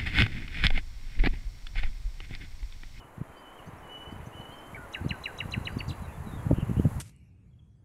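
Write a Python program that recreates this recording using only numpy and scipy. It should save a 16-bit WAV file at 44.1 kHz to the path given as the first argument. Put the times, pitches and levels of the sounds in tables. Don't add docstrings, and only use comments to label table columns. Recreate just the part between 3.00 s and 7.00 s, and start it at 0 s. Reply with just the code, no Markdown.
import sys
import numpy as np
from scipy import signal
from scipy.fft import rfft, irfft
from scipy.io import wavfile

SR = 44100
rng = np.random.default_rng(int(sys.argv[2]) if len(sys.argv) > 2 else 0)


def store_pcm(level_fs):
    pcm = np.round(np.clip(level_fs, -1, 1) * 32767).astype(np.int16)
    wavfile.write(sys.argv[1], SR, np.atleast_2d(pcm).T)


N = 176400
T = np.arange(N) / SR
FREQS = np.fft.rfftfreq(N, 1 / SR)


def whimbrel():
    # t/s, f/Hz, level/dB
    opener = [(1.743, 1900, -62), (1.747, 2140, -33.5), (1.753, 2325, -43), (1.760, 2286, -40),
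              (1.768, 1820, -44), (1.773, 1560, -50), (1.780, 1487, -43), (1.815, 1443, -46),
              (1.86, 1370, -52), (1.875, 1350, -70)]
    # peak t/s, gain/dB, top f/Hz, lead of the leap/ms, hold/ms, fall time factor,
    # end f/Hz, tail gain/dB, gain of the upstroke's overtones/dB
    notes = [(1.949, -1.5, 3830, 11.5, 4.7, 0.89, 1536, 2.5, 2.5),
             (2.1102, 0, 4034, 15.6, 5.5, 1.0, 1490, -1, 0), (2.260, 0.5, 3950, 20, 7.6, 1.26, 1490, 0, -5),
             (2.4067, 0.5, 3860, 18.5, 6, 1.12, 1450, -5, 1.5),
             (2.541, 0, 3970, 19, 8.6, 1.1, 1420, -5.5, 3.5),
             (2.6738, -.5, 3980, 17.8, 6.2, 0.99, 1460, -6, -4),
             (2.807, -4.5, 4510, 18, 10, 1.05, 1480, -17, 1)]
    # t/s, f/Hz, level/dB
    strokes = [
        [(2.878, 5000, -62), (2.882, 6340, -50), (2.886, 7500, -63)],
        [(2.887, 5700, -52), (2.892, 7100, -54), (2.897, 8150, -52), (2.902, 8000, -69)],
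        [(2.884, 3770, -52), (2.889, 4900, -44), (2.895, 4800, -57)],
        [(2.893, 3580, -50), (2.897, 3970, -43), (2.901, 4130, -42.5), (2.907, 3650, -43), (2.911, 2820, -46.5),
         (2.916, 2720, -42)],
    ]
    call, squeak = np.zeros((2, N))
    for row in notes:
        add(call, *falling_note(*row))
    add(call, *whistle(opener, waver=0.014, waver_hz=140, octave_db=-37))
    for stroke in strokes:
        add(squeak, *whistle(stroke, waver=0.033, waver_hz=600, octave_db=-37))
    return call + squeak + amp(-10.5) * delayed(squeak, 0.021)


def falling_note(s, db, top_hz, lead_ms, hold_ms, fall, end_hz, tail_db, overtone_db):
    ms = np.arange(-40, 100, 1000 / SR)
    leap_ms = ms + lead_ms
    tone = upstroke(leap_ms, overtone_db) + top_tone(leap_ms, top_hz, hold_ms)
    tone += slide(ms, fall, end_hz, tail_db)
    return s + ms[0] / 1000, amp(db) * tone


def upstroke(ms, overtone_db):
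    # t from the leap/ms, f/Hz, fundamental/dB, octave before its gain/dB
    rise = [(-14.5, 2400, -80, -84), (-10.5, 2620, -68, -54), (-8.5, 3080, -71, -51.5),
            (-3, 3330, -53, -54.5), (-2, 3520, -44, -51), (-1, 3900, -48, -65), (1, 4000, -90, -90)]
    phase = phase_of(curve(rise, ms))
    fundamental = amp(curve(rise, ms, column=2)) * np.sin(phase)
    overtones = np.sin(2 * phase) + amp(-11) * np.sin(3 * phase)
    return fundamental + amp(curve(rise, ms, column=3) + overtone_db) * overtones


def top_tone(ms, top_hz, hold_ms):
    sag_hz_per_ms, edge_ms = 12.3, 1.78
    hz = top_hz - sag_hz_per_ms * (ms - hold_ms / 2)
    phase = phase_of(wavering(hz, depth=0.014, rate_hz=540))
    gate = (np.tanh(ms / edge_ms) - np.tanh((ms - hold_ms) / edge_ms)) / 2
    return amp(-35.5) * gate * (np.sin(phase) + amp(-26.5) * np.sin(2 * phase))


def slide(ms, fall, end_hz, tail_db):
    # t from the peak/ms, relative level/dB
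    envelope = [(-24, -68), (-7, -48), (-3.5, -39), (-3, -31.5), (0, -23.5), (1.5, -25.5), (3.5, -37.5),
                (5.5, -30), (12.5, -40), (33, -44.5), (53, -54.5), (75, -72)]
    start_hz, knee_hz, knee_ms, base_fall_ms = 2906, 2735, 3, 8.5
    shoulder_hz = start_hz + (knee_hz - start_hz) * np.exp(np.minimum(ms, 0) / knee_ms)
    hz = end_hz + (shoulder_hz - end_hz) * np.exp(-np.maximum(ms, 0) / (base_fall_ms * fall))
    phase = phase_of(wavering(hz, depth=0.021, rate_hz=390))
    level = amp(curve(envelope, ms) + tail_db * np.clip((ms - 7) / 12, 0, 1))
    octave_level = amp(-61) * np.exp(-((ms + 6) / 6) ** 2)
    return level * np.sin(phase) + octave_level * np.sin(2 * phase)


def shore(call):
    # delay/s, relative level/dB
    echoes = [(.0085, -16), (.021, -23), (.033, -29)]
    # f/Hz, gain/dB
    colour = [(1500, 3.5), (2700, -1.5), (3800, 3), (4800, 4.5), (7000, 2)]
    early = sum(amp(db) * delayed(call, s) for s, db in echoes)
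    tail = amp(-19) * scatter(call, t60=0.81)
    return irfft(rfft(early + tail) * amp(curve(colour, FREQS)), N)


def far_whistler():
    # t/s, f/Hz, level/dB
    whistles = [
        [(0, 3030, -56), (.025, 2910, -58), (.045, 2750, -68)],
        [(.26, 3130, -69), (.33, 3095, -71), (.375, 3050, -57.5), (.42, 3080, -63), (.48, 2964, -52),
         (.52, 3110, -68), (.575, 3170, -63), (.594, 2890, -49.5), (.61, 2590, -64)],
        [(.82, 3020, -54), (.875, 2920, -63), (.92, 2970, -43), (.99, 2948, -48.5), (1.04, 2981, -51),
         (1.11, 3018, -52.5), (1.16, 3055, -61), (1.2, 2990, -70)],
        [(1.315, 2650, -50), (1.345, 3010, -54.5), (1.385, 2983, -46.5), (1.415, 3000, -49.5),
         (1.434, 3010, -71), (1.455, 2960, -46), (1.49, 3040, -60), (1.525, 3147, -53.5), (1.6, 3023, -54),
         (1.63, 3100, -59), (1.7, 3130, -66)],
    ]
    held = np.zeros(N)
    for points in whistles:
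        add(held, *whistle(points, waver=0.0044, waver_hz=77, octave_db=-30))
    held *= amp(1.5 * drift(87))
    return held + amp(-4) * scatter(held, t60=0.64)


def small_birds():
    # t/s, length/s, start f/Hz, end f/Hz, level/dB
    chirps = [(.36, .05, 4500, 4970, -65), (0.658, 0.039, 5760, 6600, -64), (0.655, 0.033, 4230, 5000, -67),
              (0.73, 0.026, 3670, 4000, -70), (.775, 0.026, 5300, 5850, -67.5),
              (1.105, 0.032, 4300, 5000, -66), (1.255, 0.028, 5720, 6600, -60.5),
              (1.403, 0.021, 4000, 4430, -64), (1.51, .04, 3950, 4550, -66),
              (1.572, 0.037, 5370, 5250, -67.5), (2.035, .03, 4100, 4700, -63.5),
              (2.666, 0.12, 4550, 4870, -66), (3.019, .05, 4100, 3760, -60),
              (3.1, 0.099, 3540, 3500, -66.5), (3.254, 0.056, 3980, 3790, -59.5),
              (3.305, 0.075, 3680, 3650, -58), (3.364, 0.058, 3470, 3170, -61)]
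    # t/s, length/s, start f/Hz, end f/Hz, level/dB
    hoarse = [(3.065, 0.071, 2650, 2480, -56), (3.536, .08, 2750, 3000, -56),
              (3.584, 0.062, 2990, 2650, -50.5), (3.66, 0.082, 2750, 2860, -60),
              (3.741, 0.078, 2690, 2950, -54.5), (3.81, .06, 2850, 2670, -61.5)]
    calls = np.zeros(N)
    for rows, roughness in ((chirps, 0.013), (hoarse, 0.063)):
        for s, length, from_hz, to_hz, db in rows:
            progress = np.arange(0, length, 1 / SR) / length
            hz = wavering(from_hz + (to_hz - from_hz) * progress, roughness, rate_hz=266)
            add(calls, s, amp(db) * np.sin(np.pi * progress) * np.sin(phase_of(hz)))
    return calls + amp(-10) * scatter(calls, t60=0.21)


def wind():
    # t/s, level/dB, centre f/Hz
    eddies = [(0.181, -29, 157), (.215, -21.5, 188), (0.301, -35, 140), (.688, -31.5, 138.6),
              (.735, -37, 169), (1.127, -26.5, 187), (1.163, -37, 160), (1.272, -32, 160),
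              (1.734, -33, 140), (1.794, -32, 198), (2.015, -20, 135), (2.05, -23, 240), (2.064, -19, 212),
              (2.113, -21, 144), (2.457, -23.5, 118), (2.572, -26.5, 150), (2.580, -19.5, 178),
              (2.614, -26.5, 146), (2.726, -28, 133), (2.77, -17, 190), (2.882, -26, 150),
              (2.895, -26, 150), (2.905, -22.5, 145), (3.025, -27.5, 115), (3.273, -24, 175),
              (3.337, -24.5, 186), (3.467, -16.5, 125), (3.5109, -13.5, 380), (3.514, -8.5, 362),
              (3.53, -13, 162), (3.585, -18.5, 230), (3.63, -18.5, 155), (3.697, -18, 222),
              (3.715, -13.5, 155), (3.769, -17.5, 177), (3.798, -8.5, 230), (3.853, -16.5, 368),
              (3.855, -9.5, 199), (3.869, -14, 138)]
    # t/s, rumble level/dB
    gusts = [(0, -58.5), (.55, -65), (.7, -46), (.9, -57.5), (1.15, -45.5), (1.4, -46), (1.6, -58.5),
             (1.77, -47), (1.92, -56), (2.06, -45.5), (2.25, -50.5), (2.55, -40.5), (2.9, -36.5),
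             (3.15, -41), (3.45, -36), (3.8, -29), (3.9, -38), (4, -36)]
    # f/Hz, relative level/dB
    spectrum = [(15, -21), (35, -4), (70, 2.5), (120, 2), (200, -7.5), (300, -17.5), (500, -29.5),
                (1000, -40), (3000, -86)]
    lumps_db, lumps_hz = 4.5, 37
    smoothness, wake_db, wake_s, lowcut_hz = 2.74, -14.5, 0.014, 72
    rumble = noise(spectrum) * amp(curve(gusts, T))
    rumble *= unit_rms(amp(lumps_db * drift(lumps_hz)))
    puffs, wake_level = np.zeros((2, N))
    t = np.arange(-.05, .05, 1 / SR)
    for (s, db, hz), turn in zip(eddies, rng.random(len(eddies))):
        pulse = (1 - 2j * np.pi * hz * t / smoothness) ** -smoothness
        swing = (np.exp(2j * np.pi * turn) * pulse).real
        add(puffs, s + t[0], amp(db) * np.hanning(len(t)) * swing)
        add(wake_level, s + t[0], amp(db + wake_db) * np.exp(-(t / wake_s) ** 2))
    lowcut = signal.butter(2, lowcut_hz, "highpass", fs=SR, output="sos")
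    return rumble + signal.sosfilt(lowcut, puffs + wake_level * noise(spectrum))


def background():
    # f/Hz, relative level/dB
    wash_spectrum = [(20, 6), (100, -10), (300, 0.5), (600, -0.5), (1000, 0.4), (1500, -6), (2000, -8.5),
                     (2800, -17.5), (3500, -26), (5000, -36), (9000, -62), (16000, -49)]
    # f/Hz, relative level/dB
    hiss_spectrum = [(1000, -30), (4000, -4.5), (5300, -9), (6500, -2), (7500, -0.5), (8600, -5),
                     (10000, 1.5), (11300, 0.5), (13000, -5), (15700, -10.5)]
    # t/s, wash level/dB, hiss level/dB
    levels = [(0, -54, -70.5), (.6, -50, -69), (1.2, -48.5, -67), (1.8, -48, -65), (2.4, -47.5, -62.5),
              (3.1, -48, -63), (3.7, -47, -62.5), (3.9, -48, -58.5), (4, -49, -61.5)]
    wash = noise(wash_spectrum) * amp(curve(levels, T) + 0.53 * drift(10))
    hiss = noise(hiss_spectrum) * amp(curve(levels, T, column=2) + 1.1 * drift(60))
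    return wash + hiss


def whistle(points, waver, waver_hz, octave_db):
    t = np.arange(points[0][0], points[-1][0], 1 / SR)
    phase = phase_of(wavering(curve(points, t), waver, waver_hz))
    level = amp(curve(points, t, column=2)) * signal.windows.tukey(len(t), .1)
    return t[0], level * (np.sin(phase) + amp(octave_db) * np.sin(2 * phase))


def scatter(x, t60):
    t = T[:SR]
    tail = rng.standard_normal(SR) * amp(-60 * t / t60) * np.minimum(t / .01, 1)
    return signal.fftconvolve(x, tail / np.linalg.norm(tail))[:N]


def noise(spectrum):
    hz, db = np.transpose(spectrum)
    gain = amp(np.interp(np.log(FREQS + 1), np.log(hz), db))
    return unit_rms(irfft(rfft(rng.standard_normal(N)) * gain, N))


def drift(rate_hz):
    return unit_rms(irfft(rfft(rng.standard_normal(N)) * np.exp(-(FREQS / rate_hz) ** 2), N))


def wavering(hz, depth, rate_hz):
    return hz * (1 + depth * drift(rate_hz)[:len(hz)])


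def phase_of(hz):
    return 2 * np.pi * np.cumsum(hz) / SR


def amp(db):
    return 10 ** (np.asarray(db) / 20)


def unit_rms(x):
    return x / np.sqrt(np.mean(x ** 2) + 1e-20)


def curve(points, at, column=1):
    rows = np.array(points)
    return np.interp(at, rows[:, 0], rows[:, column])


def add(mix, s, sound):
    part = mix[max(round(s * SR), 0):][:len(sound)]
    part += sound[:len(part)]


def delayed(x, s):
    return np.pad(x, (round(s * SR), 0))[:N]


def scene():
    call = whimbrel()
    return (call + shore(call) + far_whistler() + small_birds() + wind() + background())[None]


def record(dry):
    edge_hz = 15750
    lowpass = signal.firwin(511, edge_hz, window=("kaiser", 9), fs=SR)
    return signal.oaconvolve(dry, lowpass[None], "same")


dry = scene()
out = record(dry)
store_pcm(out)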